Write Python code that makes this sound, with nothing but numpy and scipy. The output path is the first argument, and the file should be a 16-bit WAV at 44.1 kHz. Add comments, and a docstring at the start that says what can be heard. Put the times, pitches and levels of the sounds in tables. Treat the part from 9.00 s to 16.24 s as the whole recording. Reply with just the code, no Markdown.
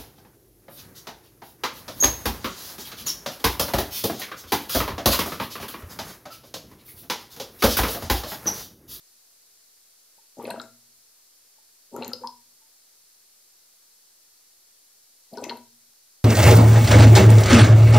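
"""Gurgling airlock

Gas leaves a fermenting drum through a water-filled plastic airlock in three gurgles, close to the microphone.
Large gas pockets glug and the drum thuds on a low note: short decaying tones. Churn and spray are crowds of
tiny ones. Bursting bubbles chirp and snap; ringing filters make the drum and fading noise makes the room's
echo. Steady noise hisses throughout over a faint deep wavering; a few very faint glugs fall outside the
gurgles."""
import sys
import numpy as np
from scipy import signal
from scipy.fft import rfft, irfft, next_fast_len
from scipy.io import wavfile

SR = 44100
rng = np.random.default_rng(int(sys.argv[2]) if len(sys.argv) > 2 else 0)


def unload_wav(signal):
    """Save mono or channel-first audio to the path in sys.argv[1] as 16-bit WAV at rate SR, clipped to [-1, 1]."""
    wavfile.write(
        sys.argv[1],
        SR,
        np.round(np.clip(np.atleast_2d(signal).T, -1, 1) * 32767).astype(np.int16),
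    )


N = 319372   # length in samples, about 7.2 s
LOCK_PAN_DB = 2.5   # the airlock sounds this much louder on the left


def from_db(db):
    """Turn decibels into a plain gain."""
    return 10 ** (np.asarray(db) / 20)


def at_hz(points, hz):
    """Read a table between its points, on a log-frequency axis."""
    table_hz, values = np.array(points).T
    return np.interp(np.log(hz), np.log(table_hz), values)


def pan(db):
    """Left and right gains for a level difference; positive is louder on the left."""
    return from_db([[db / 2], [-db / 2]])


def add(out, s, sound):
    """Mix a sound in at a time in seconds."""
    i = round(s * SR)
    out[..., i:i + sound.shape[-1]] += sound[..., :N - i]


def bubble(level_db, hz, decay_ms, rise, swell=3.0, order=1):
    """A ringing bubble swells in quickly and dies away; its pitch climbs by the share `rise` per decay time."""
    decay = max(decay_ms, .1) / 1000
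    t = np.arange(int(9 * decay * SR)) / SR
    shape = (1 - np.exp(-swell * t / decay)) ** order * np.exp(-t / decay)
    tone = np.sin(2 * np.pi * hz * (t + rise * t * t / decay / 2))
    return from_db(level_db) * shape / shape.max() * tone


def hiss():
    """Steady microphone hiss: smooth noise whose shared and opposed parts have their own colour."""
    # colour of the part alike in both ears: (f/Hz, relative level/dB)
    shared_colour = [(40, -13.5), (70, -10), (170, -12), (400, -6.5), (1000, -8.5), (2900, -8),
                     (3600, -5.5), (4300, 0.5), (5500, -1), (7700, -4), (12600, -2.5), (14500, -6.5),
                     (15800, -8)]
    # opposed part, compared with the shared one: (f/Hz, level/dB)
    opposed_colour = [(60, -3.5), (240, -4), (950, -1.5), (3300, -4), (4500, -2), (6000, 2), (8500, 5),
                      (11000, 0.5), (15000, -5)]
    level_db, pan_db = -60, 0.61   # level of the shared part before panning

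    size = next_fast_len(N)
    hz = np.maximum(np.arange(size // 2 + 1) * SR / size, 1)
    white = rfft(rng.standard_normal((2, size)))
    shared_db = at_hz(shared_colour, hz)
    shared = irfft(white[0] * from_db(shared_db), size)[:N]
    opposed = irfft(white[1] * from_db(shared_db + at_hz(opposed_colour, hz)), size)[:N]
    both_ears = shared + opposed * [[1], [-1]]
    return from_db(level_db) / shared.std() * both_ears * pan(pan_db)


def rumble(low_hz=5, top_hz=30, level_db=-97):
    """A faint wavering in the deepest bass: filtered noise, different in each ear."""
    band = signal.butter(1, [low_hz, top_hz], "band", fs=SR, output="sos")
    deep = signal.sosfilt(band, rng.standard_normal((2, N)))
    deep = signal.sosfilt(signal.butter(2, top_hz, fs=SR, output="sos"), deep)
    return from_db(level_db) * deep / deep.std()


def glugs():
    """Large gas pockets ring in the water, each a brief tone with a slightly climbing pitch."""
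    # gas pockets: (t/s, level/dB, f/Hz, decay/ms)
    pockets = [(1.182, -59, 888, 6.6), (1.18, -58, 533, 1.7), (1.391, -30, 353, 2.5),
               (1.398, -33, 916, 3.1), (1.402, -41.5, 446, 16), (1.434, -37, 330, 6),
               (1.441, -28.5, 433, 3.6), (1.452, -38, 602, 6.2), (1.477, -24.5, 510, 2.4),
               (1.488, -32, 657.4, 22), (1.499, -31.5, 960, 7.3), (1.507, -28.5, 650, 4.7),
               (1.511, -30.5, 1560, 3), (1.511, -38.5, 205, 9), (1.542, -24.5, 520, 1.5),
               (1.606, -43, 1580, 4.4), (1.561, -37.5, 1310, 3), (1.576, -33.5, 638, 7.4),
               (1.6, -29, 1350, 3.1), (2.582, -63.5, 864, 10), (2.583, -65, 611, 2.5),
               (2.942, -30, 354, 2.7), (2.949, -36.5, 936, 4.8), (2.963, -35.5, 1320, 6.0),
               (2.964, -29.5, 422, 3), (2.969, -35.5, 964, 6), (2.986, -43, 173, 11),
               (2.986, -29, 505, 2.2), (3.006, -35, 440, 16), (3.01, -34, 716, 5.5), (3.02, -35, 877, 7.5),
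               (3.022, -35, 513, 9.4), (3.06, -35, 487, 2.3), (3.116, -39, 1326, 10.2),
               (3.135, -35, 485, 5.9), (3.215, -41, 500, 13), (3.089, -35.5, 240, 2.3),
               (3.236, -29.5, 935, 5.3), (3.243, -24.5, 980, 10.6), (3.281, -40, 970, 4.7),
               (3.611, -69, 884, 23), (3.265, -37, 970, 4.8), (6.327, -41, 223, 9.8),
               (6.332, -37.5, 653, 8.4), (6.356, -41, 663, 8.7), (6.372, -33.5, 413, 9.4),
               (6.375, -34.5, 951, 9.1), (6.373, -41, 1460, 6.6), (6.391, -37, 506, 6.4),
               (6.414, -40, 407, 22), (6.423, -28.5, 560, 2.4), (6.426, -35, 283, 7.6),
               (6.443, -36, 970, 4.9), (6.465, -32, 620, 3.9), (6.465, -32.5, 322, 6.7),
               (6.495, -38.5, 447, 16), (6.497, -33.5, 585, 3), (6.509, -36.5, 1520, 1.9),
               (6.51, -31, 944, 10.4), (6.524, -30, 680, 1.2), (6.548, -58, 920, 3.7)]
    out = np.zeros(N)
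    for s, level_db, hz, decay_ms in pockets:
        add(out, s, bubble(level_db, hz, decay_ms, rise=.012, swell=5.9, order=2))
    return out


def drum(x):
    """The water's sounds drive the drum's modes, tuned resonances that ring on after it."""
    # the drum's resonances: (f/Hz, gain at the peak/dB, time to fall by 60 dB/s)
    modes = [(236.7, 2.5, 0.68), (246, 3, 0.18), (440, 0, 0.2), (552, -8.5, 0.36), (657, 0, 0.3),
             (835, -3, 0.098), (942, -6, 0.2), (949, 1.5, 0.087), (972, -2, 0.26), (1320, -4, 0.35),
             (1386, -4, 0.14), (1640, -25, 0.3)]
    out = np.zeros(N)
    for hz, gain_db, t60 in modes:
        r = from_db(-60 / (t60 * SR))   # what is left of the ringing after each sample
        w = 2 * np.pi * hz / SR
        drive = [0, 2 * (1 - r) * np.sin(w)]
        ringing = [1, -2 * r * np.cos(w), r * r]
        # the tiny constant keeps the filter clear of extremely small numbers
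        out += from_db(gain_db) * signal.lfilter(drive, ringing, x + 1e-18)
    return out


def room(x):
    """One near wall echoes; a diffuse tail dies band by band, less alike in the two ears towards the treble."""
    # how long each pitch range lingers: (f/Hz, time to fall by 60 dB/s)
    fall_times = [(150, 0.5), (500, 0.32), (1500, 0.29), (4000, 0.34), (8000, 0.23), (15000, 0.056)]
    # strength of the tail: (f/Hz, level/dB)
    tail_levels = [(150, -16.5), (500, -9), (1500, -6.5), (4000, -12.5), (8000, -5.5), (15000, -16)]
    # left-right likeness of the tail: (f/Hz, likeness/0 to 1)
    likeness = [(150, 0.94), (1500, 0.86), (4000, 0.76), (8000, 0.36)]
    wall_s, wall_db, tail_start_s = .0085, -18, .002

    t = np.arange(SR // 2) / SR
    edges = 100 * 2 ** np.arange(0, 7.5, .5)   # half-octave bands, in Hz
    white = rng.standard_normal((2, 2, len(t)))
    tail = 0
    for k, (low, high) in enumerate(zip(edges, edges[1:])):
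        band_filter = signal.butter(2, [low, high], "band", fs=SR, output="sos")
        shared, opposed = signal.sosfilt(band_filter, white[k % 2])   # neighbouring bands use different noise
        hz = np.sqrt(low * high)
        fade = from_db(-60 * t / at_hz(fall_times, hz)) * (t > tail_start_s)
        alike = np.clip(at_hz(likeness, hz), 0, 1)
        band = np.sqrt(1 + alike) * shared + np.sqrt(1 - alike) * opposed * [[1], [-1]]
        tail = tail + from_db(at_hz(tail_levels, hz)) * band * fade / np.sqrt(np.sum(fade ** 2))
    tail[:, round(wall_s * SR)] += from_db(wall_db)
    return signal.fftconvolve(x, tail, axes=1)[:, :N]


def churn(low_hz=230, first_top_hz=800, last_top_hz=2000, cycles=1.95, spread_db=1.5, tilt_db=-0.5):
    """Countless small bubbles ring as gas passes: the smaller, the higher and weaker; the froth gets finer."""
    # strength of the churn, one list for each gurgle: (t/s, level/dB before the offset below)
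    gurgle_levels = [
        [(1.362, -72), (1.37, -36), (1.392, -34), (1.466, -31.5), (1.478, -33), (1.566, -45), (1.578, -37.5),
         (1.66, -47)],
        [(2.915, -48), (2.939, -32), (3.029, -32), (3.073, -37.5), (3.137, -38), (3.167, -58), (3.209, -44),
         (3.247, -42), (3.3, -69)],
        [(6.312, -54), (6.33, -31.5), (6.366, -42.5), (6.372, -33), (6.474, -41), (6.486, -33), (6.514, -33.5),
         (6.6, -54)],
    ]
    per_s, offset_db = 500, -12.5
    out = np.zeros(N)
    for rows in gurgle_levels:
        s, level_db = np.transpose(rows)
        length = s[-1] - s[0]
        for when, size, luck in rng.random((round(per_s * length), 3)):
            at = s[0] + when * length
            # the highest pitch climbs through the first half, then stays
            top_hz = first_top_hz * (last_top_hz / first_top_hz) ** min(2 * when, 1)
            hz = low_hz * (top_hz / low_hz) ** size
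            db = np.interp(at, s, level_db) + offset_db
            db += tilt_db * np.log2(hz / low_hz)   # weaker with each octave up
            db -= spread_db * np.log(luck + .02)   # a few stand out louder
            add(out, at, bubble(db, hz, 1000 * cycles / hz, rise=0.087))
    return out


def thuds():
    """The drum thuds again and again during the gurgles; every thud rings the same low note."""
    # thuds: (t/s, level/dB)
    hits = [(1.371, -48), (1.454, -41), (1.51, -43), (1.565, -44.5), (1.64, -52.5), (2.922, -43.5),
            (2.987, -37), (3.018, -55), (3.072, -42.5), (3.159, -52), (3.24, -51.5), (6.327, -42.5),
            (6.371, -48), (6.428, -41.5), (6.496, -43), (6.581, -53.5)]
    hz, decay_ms = 246.1, 29.6
    out = np.zeros(N)
    for s, level_db in hits:
        add(out, s, bubble(level_db, hz, decay_ms, rise=0, swell=10.0, order=2))
    return out


def pops(cycles=2.97, pan_spread_db=4, snap_db=-14):
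    """Small bubbles burst at the surface: a short chirp on top of the broad snap of the tearing film."""
    # bursts: (t/s, level/dB, f/Hz)
    bursts = [(1.3853, -44, 6260), (1.4275, -35.5, 10600), (1.4267, -40, 14200), (1.443, -35, 11500),
              (1.4535, -33, 2340), (1.4531, -35, 4150), (1.4704, -32, 9200), (1.5031, -29, 3920),
              (1.5058, -25, 10600), (1.506, -23, 8640), (1.5072, -31, 2580), (1.5084, -34, 4170),
              (1.5983, -27.5, 3730), (1.6156, -37.5, 7100), (1.6162, -34, 4860), (2.9376, -41.5, 8400),
              (2.964, -35, 6660), (2.9637, -30.5, 11400), (3.0238, -27.5, 2670), (3.0233, -30, 3870),
              (3.033, -28.5, 3800), (3.046, -33, 4100), (3.0462, -29, 6340), (3.0792, -38, 6640),
              (3.0796, -21, 13000), (3.0799, -39, 3860), (3.132, -30, 11600), (3.134, -36, 2860),
              (3.1335, -15, 4650), (3.271, -39, 9800), (3.2721, -36.5, 3250), (3.2724, -21.5, 4810),
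              (6.334, -39.5, 10900), (6.338, -39, 4500), (6.3725, -30.5, 5200), (6.373, -38, 8950),
              (6.383, -33, 4200), (6.415, -38, 7800), (6.4388, -27.5, 2420), (6.4404, -25.5, 5660),
              (6.4403, -33.5, 11800), (6.4435, -33.5, 6850), (6.4484, -39, 1960), (6.4946, -25.5, 2930),
              (6.4954, -24.5, 4160), (6.501, -26.5, 4030), (6.571, -36, 10900), (6.573, -41, 4100)]
    # close to the microphones the balance depends on pitch: (f/Hz, left-right difference/dB)
    balance = [(2500, 1), (4500, 4.5), (6600, 12.5), (8800, -6), (11000, -0.5)]
    out = np.zeros((2, N))
    for s, level_db, hz in bursts:
        place = pan(at_hz(balance, hz) + pan_spread_db * rng.standard_normal())
        chirp = bubble(level_db, hz, 1000 * cycles / hz, rise=.04, swell=3.5, order=2)
        add(out, s, place * chirp)
        # differences between noise samples favour the treble
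        snap = np.diff(rng.standard_normal(64)) * np.exp(-np.arange(63) / 9.0)
        add(out, s, place * from_db(level_db + snap_db) * snap / 2)
    return out


def bulbs(x, scatter_db=-2, decay_ms=2.65):
    """The hard walls of the bulbs and tube scatter each burst, smearing it over a few milliseconds."""
    fade = np.exp(-np.arange(SR // 50) / SR / (decay_ms / 1000))
    scatter = from_db(scatter_db) * rng.standard_normal(len(fade)) * fade / np.sqrt(np.sum(fade ** 2))
    scatter[0] = 1   # the direct sound
    smeared = signal.fftconvolve(x, scatter[None], axes=1)[:, :N]
    return smeared / np.sqrt(np.sum(scatter ** 2))


def spray(low_hz=1600, top_hz=4500, cycles=2.12, spread_db=1.0):
    """Fine droplets thrown up in the upper bulb land densely, each a tiny short ring."""
    # strength of the spray, one list for each gurgle: (t/s, level/dB before the offset below)
    gurgle_levels = [
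        [(1.39, -54), (1.444, -45), (1.452, -37.5), (1.59, -50), (1.598, -31), (1.606, -54), (1.66, -69)],
        [(2.96, -50), (3.014, -42), (3.022, -38.5), (3.106, -45), (3.13, -61), (3.2, -80)],
        [(6.35, -47), (6.428, -57), (6.438, -28), (6.482, -56), (6.498, -23), (6.514, -56), (6.6, -54)],
    ]
    per_s, offset_db = 1000, -11.5
    out = np.zeros(N)
    for rows in gurgle_levels:
        s, level_db = np.transpose(rows)
        length = s[-1] - s[0]
        for when, size, luck in rng.random((round(per_s * length), 3)):
            at = s[0] + when * length
            hz = low_hz * (top_hz / low_hz) ** size
            db = np.interp(at, s, level_db) + offset_db
            db -= spread_db * np.log(luck + .02)   # a few stand out louder
            add(out, at, bubble(db, hz, 1000 * cycles / hz, rise=0.15))
    return out


def lid_booms():
    """The drum lid booms with each gurgle; its two low modes lie close enough to beat."""
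    # booms: (t/s, level of the lower mode/dB, level of the upper mode/dB)
    booms = [(1.401, -68, -56), (2.949, -58.5, -62.5), (6.362, -65, -62)]
    # the lid's two modes, lower first: (f/Hz, decay/ms)
    lid_modes = [(103.5, 143), (119, 163)]
    out = np.zeros(N)
    for s, *levels in booms:
        for level_db, (hz, decay_ms) in zip(levels, lid_modes):
            add(out, s, bubble(level_db, hz, decay_ms, rise=0, swell=5.0))
    return out


def scene(bass_cut_hz=106):
    """Water, drum, bursts and spray sound in the room, over the hiss and rumble."""
    water = glugs() + churn() + thuds() + lid_booms()
    airlock = (water + drum(water) + spray()) * pan(LOCK_PAN_DB)
    near = airlock + bulbs(pops())
    sound = near + room(near)
    # the small microphone drops the deep bass of near sounds
    sound = signal.sosfilt(signal.butter(2, bass_cut_hz, "high", fs=SR, output="sos"), sound)
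    return sound + hiss() + rumble()


def record(dry, cutoff_hz=16000, offset=-0.00017):
    """A steep filter cuts the top; the converter sits slightly off zero."""
    top_cut = signal.cheby2(20, 60, cutoff_hz, fs=SR, output="sos")
    return signal.sosfilt(top_cut, dry) + offset


dry = scene()
out = record(dry)
unload_wav(out)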